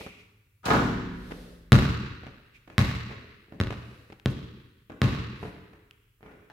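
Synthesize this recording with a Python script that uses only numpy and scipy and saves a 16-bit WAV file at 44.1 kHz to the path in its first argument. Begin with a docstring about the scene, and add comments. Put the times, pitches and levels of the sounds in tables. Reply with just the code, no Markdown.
"""A shoe chirps and lands on a wooden floor; then a ball rattles the rim and board in an echoing gym.
The ball bounces, and the player runs after it, dribbles and releases another shot.
Ball, floorboards and board frame are sums of decaying modes; shoes, cloth and rim are shaped noise.
A hall of noise bands, each with its own decay, surrounds them over a steady hush."""
import sys
import numpy as np
from scipy import signal
from scipy.fft import rfft, irfft, next_fast_len
from scipy.io import wavfile

SR = 44100
rng = np.random.default_rng(int(sys.argv[2]) if len(sys.argv) > 2 else 0)


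def transcribe(u):
    """Save the signal u as a 16-bit wav file named by the first command-line argument.

    u: samples, shape (n,) or (channels, n), limited to [-1, 1]; the rate is SR.
    q: integer samples, one column per channel.
    """
    v = np.clip(np.atleast_2d(u).T, -1, 1)
    q = np.round(v * 32767).astype(np.int16)
    wavfile.write(sys.argv[1], SR, q)


N = 287532

# All levels are relative; later gains add to them.
# Spectrum of the steady hush. Each row: frequency in Hz, level in dB.
HUSH_SPECTRUM = [(25, -7.5), (45, -4.5), (70, -10), (108, 0.5), (175, -23.5), (285, -40.5), (516, -41.5),
                 (2400, -40), (6700, -41), (15000, -35.5)]
# Likeness of the two sides in diffuse sound. Each row: frequency in Hz, left-right correlation.
LIKENESS = [(60, 1), (130, 0.98), (250, 0.92), (500, 0.63), (1000, 0.077), (3000, 0.041), (12000, 0.16)]
# Decay of the hall's late tail. 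Each row: frequency in Hz, time to fall 60 dB in seconds.
HALL_DECAY = [(50, 1.17), (130, 0.82), (350, 1.055), (700, 0.7), (1400, 1.31), (2500, 1.494), (4200, 1.27),
              (7000, 0.9), (11000, 0.58), (16000, 0.81)]
# Colour of the hall's response. Each row: frequency in Hz, level in dB.
HALL_COLOUR = [(30, -4.5), (70, 0), (135, 0), (250, 0), (480, -0.5), (750, -5), (1300, -2), (2500, -5.5),
               (4500, -3.5), (8000, 0.5), (15000, 4)]
# The player's distance from the microphone. Each row: time in seconds, distance in m.
PLAYER_DISTANCE = [(0, 1.33), (2.199, 1.9), (2.7, 3.9), (3.551, 4.9), (3.75, 1.24), (4.1, 1), (4.9, 3.34),
                   (5.6, 2.37), (6.3, 4.9)]
# Clothes swishing. Each row: centre in seconds, level in dB, length in seconds.
SWISHES = [(0.006, -46.5, 0.049), (1.37, -52.5, 0.14), (3.937, -62, 0.15), (4.31, -49, 0.0095),
           (5.449, -56.5, 0.05)]
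# Spectrum of rubbing cloth. Each row: frequency in Hz, level in dB.
CLOTH_SPECTRUM = [(100, -7.5), (500, 19.5), (1200, -8), (4000, 3), (7000, -8.5), (12000, -7.5),
                  (15500, -22)]
# Soles chirping on varnish. Each row: centre in seconds, level in dB, length in seconds.
SCUFFS = [(0, -49, 0.14), (0.206, -60, 0.011), (2.558, -55.5, 0.013)]
# Spectrum of the chirps. Each row: frequency in Hz, level in dB.
SQUEAK_SPECTRUM = [(240, -40), (1700, -22), (2400, -2.5), (3300, -17), (15000, -44.5)]
# Soles grinding as a stride is braked. Each row: centre in seconds, level in dB, length in seconds.
SLIDES = [(3.111, -46, 0.0095), (5.474, -50, 0.026), (6.282, -57.5, 0.033)]
# Spectrum of the grinding. Each row: frequency in Hz, level in dB.
GRIND_SPECTRUM = [(100, -20), (450, 2), (750, 2), (1200, -3.5), (2400, -4), (4000, -27), (15000, -44)]
# Fingers push the dribble and release the shot. 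Each row: start in seconds, level in dB.
TOUCHES = [(4.198, -44.5), (5.910, -39.5)]
# Spectrum of the fingertips. Each row: frequency in Hz, level in dB.
FINGER_SPECTRUM = [(250, -36), (1200, -9), (2600, -2), (5000, -24), (15000, -32)]
# A shoe lands heel first, then rolls onto the forefoot. Each row: start in seconds, heel level in dB,
# roll in seconds, forefoot level in dB, treble cut in Hz, floor thud level in dB.
STEPS = [(.009, -14, 0.055, -12, 3000, -3), (1.309, -10, 0.0097, -10, 2450, -9.5),
         (2.234, -19, 0.033, -13, 1650, -7.5), (2.676, -23, 0.024, -19, 2280, -8),
         (3.111, -18.5, 0.018, -22.5, 1800, -13), (3.482, -34.5, 0.041, -18.5, 1200, -1.5),
         (3.705, -10.5, 0.02, -13, 4080, -2), (4.101, -24.5, .022, -19, 3530, 0),
         (4.898, -14, 0.021, -22, 1700, -7), (5.429, -8.5, .023, -14, 1200, 0.5),
         (5.732, -24, 0.021, -31.5, 1500, -6), (6.208, -36, .021, -21.5, 1700, -2),
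         (6.262, -24, 0.051, -26, 1920, -6), (6.500, -23, 0.0065, -27, 2400, -20)]
# Spectrum of a sole's tap. Each row: frequency in Hz, level in dB.
SOLE_SPECTRUM = [(60, -14), (200, 9.5), (450, 2), (750, 1.5), (1150, -0.5), (2200, -1), (5000, -15.5),
                 (15000, -25.5)]
# Modes of the floorboards under a shoe. Each row: frequency in Hz, level in dB, 60 dB decay in seconds.
STEP_BOARD_MODES = [(110, -12.5, 0.031), (200, -0.5, 0.028), (324.7, -6.5, 0.059), (414.4, -2, 0.052),
                    (543, -12.5, 0.062), (670, -3.5, 0.018)]
# Ball rattling between rim and board. Each row: start in seconds, clatter level in dB,
# frame level in dB, jingle level in dB.
HOOP_HITS = [(0.63, -35, -29, -29.5), (0.64, -19, -27.5, -25), (.654, -9.5, -12, 3),
             (.680, -4.5, -11, -4.5), (.702, 1, -0.5, -7.5), (0.732, -1, -2, -5.5), (.790, -10, -7, -6)]
# Modes of rim, board and pole. 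Each row: frequency in Hz, level in dB, 60 dB decay in seconds.
FRAME_MODES = [(39.3, -16.5, 3.9), (60.3, -12, 2.2), (112.4, -4.5, 1.31), (150, -10.5, 1.3),
               (175.4, -6.5, 1.9), (204.3, -4.5, 1.2), (248.4, -4.5, 1.51), (291.5, -5, 1.15),
               (365.3, -9.5, 1.4), (459, -14.5, 1.2), (947, -13, 0.45), (1083, -10, 0.4), (1260, 5, 0.095),
               (1444, -6.5, 0.6), (1660, -6, 0.25), (2310, -22.5, 1.1)]
# Spectrum of the rim's clatter. Each row: frequency in Hz, level in dB.
CLATTER_SPECTRUM = [(60, -19.5), (200, -3.5), (400, 0), (700, 3.5), (1000, 1.5), (1550, -3), (2200, -8.5),
                    (4000, -17), (7000, -31), (10000, -48.5), (15000, -43.5)]
# Spectrum of the rim's loose steel. Each row: frequency in Hz, level in dB.
JINGLE_SPECTRUM = [(500, -17), (2000, -6), (4000, -2.5), (7000, -8.5), (10000, -16.5), (15000, -23)]
# Ball on floor. Each row: start in seconds, slap level in dB, slap cut in Hz, smack level in dB,
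# smack frequency in Hz, thump level in dB, thump frequency in Hz, floorboard level in dB,
# hall level in dB, echo level in dB, near wall lag in seconds, ceiling lag in seconds.
BOUNCES = [(1.7208, 1, 5540, -10.5, 1430, -4.5, 128.2, -8.5, 4, -3, .0085, .0340),
           (2.7812, -2, 6600, -17.5, 2100, -11, 122, -29, 3.5, -6, 0.01, 0.033),
           (3.6016, -8.5, 3090, -33, 1490, -16.5, 119, -18.5, 1, -0.5, .0107, .0349),
           (4.2590, -8.5, 3430, -22.5, 3160, -13.5, 127, -8.5, -2, -35, .0230, 0.05),
           (5.0174, -3.5, 3160, -35, 3000, -13.5, 120.6, -13, 6, -13.5, 0.025, 0.052)]
# Modes of skin slapping the boards. Each row: frequency in Hz, level in dB, 60 dB decay in seconds.
SLAP_MODES = [(265, -21.5, 0.046), (970, -23, 0.018), (1240, -17.5, 0.011), (1920, -5.5, 0.0021),
              (2698, -13, 0.0053), (3804, -6.5, 0.0021), (5600, -13.5, 0.00045), (11600, -17.5, .0007)]
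# Modes of the air inside the ball. Each row: frequency in Hz, level in dB, 60 dB decay in seconds.
BALL_AIR_MODES = [(961, -35.5, 0.11), (1074, -32.5, 0.13), (1232, -45.5, 0.37), (1277, -45, 0.16),
                  (1358, -37, 0.16), (1488, -39.5, 0.25), (1693, -42.5, .25), (1790, -41.5, 0.25),
                  (2340, -46.5, 0.3), (2720, -40, 0.23), (3580, -34, 0.024)]


def from_db(db):
    """Decibels to amplitude: 20 dB is a factor of ten."""
    return 10 ** (np.asarray(db) / 20)


def seconds(length):
    """Sampling: a time axis of the given length in seconds."""
    return np.arange(int(length * SR)) / SR


def at_hz(points, hz):
    """Interpolation on a log-frequency axis, as pitch is heard."""
    f, value = np.transpose(points)
    return np.interp(np.log(np.maximum(hz, 1)), np.log(f), value)


def add(out, s, sound):
    """Superposition: mix a sound in at time s."""
    i = max(0, round(s * SR))
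    room = max(0, out.shape[-1] - i)
    out[..., i:i + sound.shape[-1]] += sound[..., :room]


def soften(x, cut_hz, order=2):
    """Low-pass filtering: a softer contact loses its treble."""
    low_pass = signal.butter(order, min(cut_hz, .45 * SR), fs=SR, output="sos")
    return signal.sosfilt(low_pass, x)


def ring(modes, t, spread_db=0):
    """Modal synthesis: struck modes decay exponentially, their strengths varied at random."""
    chance_db = spread_db * rng.uniform(-1, 1, len(modes))
    total = 0
    for (hz, db, t60), own_db in zip(modes, chance_db):
        total = total + from_db(db + own_db - 60 * t / t60) * np.sin(2 * np.pi * hz * t)
    return total


def spread(mid, side, hz):
    """Interaural correlation: two unrelated signals become stereo, alike on both sides in the bass."""
    alike = np.clip(at_hz(LIKENESS, hz), -1, 1)
    return np.sqrt(1 + alike) * mid + np.sqrt(1 - alike) * side * [[1], [-1]]


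def noise(spectrum, size):
    """Random-phase synthesis: diffuse stereo noise of rms 1 with a given spectrum."""
    hz = np.fft.rfftfreq(size, 1 / SR)
    mid, side = np.exp(2j * np.pi * rng.random((2, len(hz))))
    x = irfft(from_db(at_hz(spectrum, hz)) * spread(mid, side, hz), size)
    return x / x.std()


def flutter(t, depth_db, per_s):
    """Random amplitude modulation: a jumping gain with mean power 1."""
    knots = np.arange(0, t[-1] + 1, 1 / per_s)
    jumps = np.clip(rng.standard_normal(len(knots)), -2, 2)
    gain = from_db(depth_db * np.interp(t, knots, jumps))
    return gain / np.sqrt(np.mean(gain ** 2))


def hush(level_db=-64.5):
    """Stationary noise: the hall's steady background."""
    return from_db(level_db) * noise(HUSH_SPECTRUM, next_fast_len(N))[:, :N]


def hall(x, build_s=0.016, scatter_db=-5, scatter_t60=0.08, clump_db=1.0, grain_db=3):
    """Reverberation: quick scatter from near floor and walls, then a tail that dies band by band."""
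    t = seconds(2)
    # reflections come in clumps
    arrivals = flutter(t, clump_db, per_s=130) * flutter(t, grain_db, per_s=1300)
    white = rfft(noise([(20, 0), (20000, 0)], len(t)) * arrivals)
    octave = np.log2(np.maximum(np.fft.rfftfreq(len(t), 1 / SR), 1))
    # the scatter's square root keeps its energy independent of its decay time; each band's tail carries energy
    # in proportion to its own
    scatter = from_db(scatter_db - 60 * t / scatter_t60) * np.sqrt(np.log(1e6) / scatter_t60 / SR)
    response = 0
    for centre in np.arange(4.5, 14.6, .5):   # overlapping half-octave steps
        band = irfft(white * np.maximum(0, 1 - 2 * np.abs(octave - centre)), len(t))
        tail = from_db(-60 * t / at_hz(HALL_DECAY, 2 ** centre)) * np.sqrt(np.log(1e6) / SR)
        colour = from_db(at_hz(HALL_COLOUR, 2 ** centre))
        response = response + band * colour * np.hypot(tail, scatter)
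    response = response * np.minimum(t / build_s, 1)
    return signal.fftconvolve(x[None], response, axes=1)[:, :N]


def swell(s, length):
    """Gaussian envelope: a smooth stroke centred on s, with length as its standard deviation."""
    return np.exp(-.5 * np.minimum(((np.arange(N) / SR - s) / length) ** 2, 100))


def rub(spectrum, strokes):
    """Friction noise: rubber or fabric swells and fades with each stroke."""
    strength = sum(from_db(db) * swell(s, length) for s, db, length in strokes)
    return noise(spectrum, next_fast_len(N))[:, :N] * strength


def hands(t60=0.0086):
    """Impact noise: fingertips tick on the ball."""
    out, t = np.zeros((2, N)), seconds(.1)
    for s, db in TOUCHES:
        add(out, s, noise(FINGER_SPECTRUM, len(t)) * from_db(db - 60 * t / t60))
    return out


def steps(level_db=-21, tap_t60=0.048, grit_db=4.0):
    """Impact and resonance: heel and forefoot give gritty taps over a thud of the sprung floor."""
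    out, t = np.zeros((2, N)), seconds(.2)
    for s, heel_db, roll_s, fore_db, cut_hz, thud_db in STEPS:
        for lag, db in ((0, heel_db), (roll_s, fore_db)):
            grit = flutter(t, grit_db, per_s=700)
            tap = noise(SOLE_SPECTRUM, len(t)) * grit * from_db(-60 * t / tap_t60)
            thud = from_db(thud_db) * ring(STEP_BOARD_MODES, t, spread_db=0.5)
            add(out, s + lag, from_db(level_db + db) * (soften(tap, cut_hz, order=1) + thud))
    return out


def player(rub_hall_db=-4, hand_hall_db=-8, hall_radius_m=2.26):
    """Direct-to-reverberant ratio: the hall's share of shoes, hands and clothes grows with distance."""
    metres = np.interp(np.arange(N) / SR, *np.transpose(PLAYER_DISTANCE))
    taps, ticks = steps(), hands()
    rubs = rub(SQUEAK_SPECTRUM, SCUFFS) + rub(GRIND_SPECTRUM, SLIDES) + rub(CLOTH_SPECTRUM, SWISHES)
    to_hall = taps + from_db(hand_hall_db) * ticks + from_db(rub_hall_db) * rubs
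    return taps + ticks + rubs, to_hall[0] * metres / hall_radius_m


def frame(level_db=-24.5, blur_hz=22, blur_share=.03):
    """Energy storage in modes: board and pole boom on, each mode blurred by many paths in the hall."""
    t, start = seconds(2.2), HOOP_HITS[0][0]
    blows, out, boom = np.zeros(len(t)), np.zeros((2, N)), 0
    push = np.hanning(int(.012 * SR))   # the soft ball feeds its energy in gradually
    for s, _, db, _ in HOOP_HITS:
        add(blows, s - start, from_db(db) ** 2 * push / push.sum())
    for hz, db, t60 in FRAME_MODES:
        # energy leaks away at the mode's own rate
        energy = signal.lfilter([1], [1, -from_db(-120 / (t60 * SR))], blows)
        # random phases, joined by straight lines, wander faster for higher modes
        paths = np.exp(2j * np.pi * rng.random((2, 2048)))
        position = t * (blur_hz + blur_share * hz)
        mid, side = (np.interp(position, np.arange(len(p)), p) for p in paths)
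        wave = np.real(spread(mid, side, hz) * np.exp(2j * np.pi * hz * t))
        boom = boom + from_db(level_db + db) * np.sqrt(energy) * wave
    add(out, start, boom)
    return out


def rim(clatter_db=-18, clatter_t60=0.26, rise_s=0.0045, rattle_db=4,
        jingle_db=-38, jingle_t60=0.21, jingle_grain_db=6, direct_db=-2, hall_db=-1):
    """Rattling contact: the loose rim gives fluttering bursts of clatter and jingle at each touch."""
    out, t = np.zeros((2, N)), seconds(0.94)
    for s, hit_db, _, steel_db in HOOP_HITS:
        rattle = np.minimum(t / rise_s, 1) * flutter(t, rattle_db, per_s=260)
        clatter_fall = from_db(clatter_db + hit_db - 60 * t / clatter_t60)
        add(out, s, clatter_fall * rattle * noise(CLATTER_SPECTRUM, len(t)))
        grain = flutter(t, jingle_grain_db, per_s=340)
        jingle_fall = from_db(jingle_db + steel_db - 60 * t / jingle_t60)
        add(out, s, jingle_fall * grain * noise(JINGLE_SPECTRUM, len(t)))
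    return from_db(direct_db) * out, from_db(hall_db) * out[0]


def thump(t, hz, t60=0.083, contact_s=0.01225, lift_db=0, lift_width_s=0.0017,
          floor_hz=72, floor_db=-13, floor_t60=0.11):
    """Mass on a spring: the ball squashes, pulses as it lifts off, and sets the sprung floor booming."""
    u = np.abs(t - contact_s) / lift_width_s
    lift_off = from_db(lift_db) * (1 - u / 2) * np.exp(-np.minimum(u, 50))
    return ring([(hz, 0, t60), (floor_hz, floor_db, floor_t60)], t) + lift_off


def echoes(sound, wall_s, ceiling_s, wall_cut_hz=12000, rebound_db=-8, skew_s=0.00017, count=4,
           ceiling_db=-6, trip_loss_db=4, trip_cut_hz=13000):
    """Specular reflection: a near-wall echo and ceiling-floor trips, weaker and duller each time."""
    out = np.zeros_like(sound)
    arrivals = [(wall_s, soften(sound, wall_cut_hz))]
    for trip in range(count):
        sound = soften(sound, trip_cut_hz, order=1)
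        lag = (trip + 1) * ceiling_s
        back = from_db(ceiling_db - trip_loss_db * trip) * sound
        # each trip rebounds off the near wall too
        arrivals += [(lag, back), (lag + wall_s, from_db(rebound_db) * back)]
    for lag, back in arrivals:
        skew = skew_s * rng.uniform(-1, 1)   # echoes come in from the side
        add(out[0], lag + skew, back[0])
        add(out[1], lag - skew, back[1])
    return out


def bounces(board_hz=376, board_t60=0.0062, smack_t60=0.0056, second_s=.00056, second_db=-7,
            crackle_db=-21, crackle_t60=0.017):
    """Impact of an elastic shell: slap, ping of the air inside, board knock and thump, with echoes."""
    direct, to_hall, t = np.zeros((2, N)), np.zeros(N), seconds(.7)
    for (s, slap_db, cut_hz, smack_db, smack_hz, thump_db, thump_hz, board_db,
         hall_db, echo_db, wall_s, ceiling_s) in BOUNCES:
        skin = -ring(SLAP_MODES, t)
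        ping = ring(BALL_AIR_MODES, t, spread_db=3)
        slap = from_db(slap_db) * soften(skin + ping, cut_hz, order=1)
        smack = ring([(smack_hz, smack_db, smack_t60)], t)   # air squeezed out from under the ball
        knock = ring([(board_hz, board_db, board_t60)], t)
        body = slap + from_db(thump_db) * thump(t, thump_hz) - knock - smack
        # the pebbled skin crackles as it flattens and snaps once more as it buckles
        crackle = rng.standard_normal((2, len(t))) * from_db(crackle_db - 60 * t / crackle_t60)
        add(crackle, second_s, from_db(second_db) * skin)
        sound = body + from_db(slap_db) * soften(crackle, cut_hz, order=1)
        add(direct, s, sound + from_db(echo_db) * echoes(sound, wall_s, ceiling_s))
        add(to_hall, s, from_db(hall_db) * body)
    return direct, to_hall


def scene():
    """Superposition: player, rim and ball share one hall, with the booming frame and the hush added."""
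    player_direct, player_hall = player()
    rim_direct, rim_hall = rim()
    ball_direct, ball_hall = bounces()
    direct = player_direct + rim_direct + ball_direct
    return hush() + hall(player_hall + rim_hall + ball_hall) + frame() + direct


def record(dry, low_cut_hz=37, ceiling=.92, top_cut_hz=15800):
    """Band limiting and clipping: deep bass is shed, peaks are clipped, then the top is cut."""
    high_pass = signal.butter(3, low_cut_hz, "high", fs=SR, output="sos")
    low_pass = signal.ellip(10, .2, 80, top_cut_hz, fs=SR, output="sos")
    clipped = np.clip(signal.sosfilt(high_pass, dry), -ceiling, ceiling)
    return signal.sosfilt(low_pass, clipped)


dry = scene()
out = record(dry)
transcribe(out)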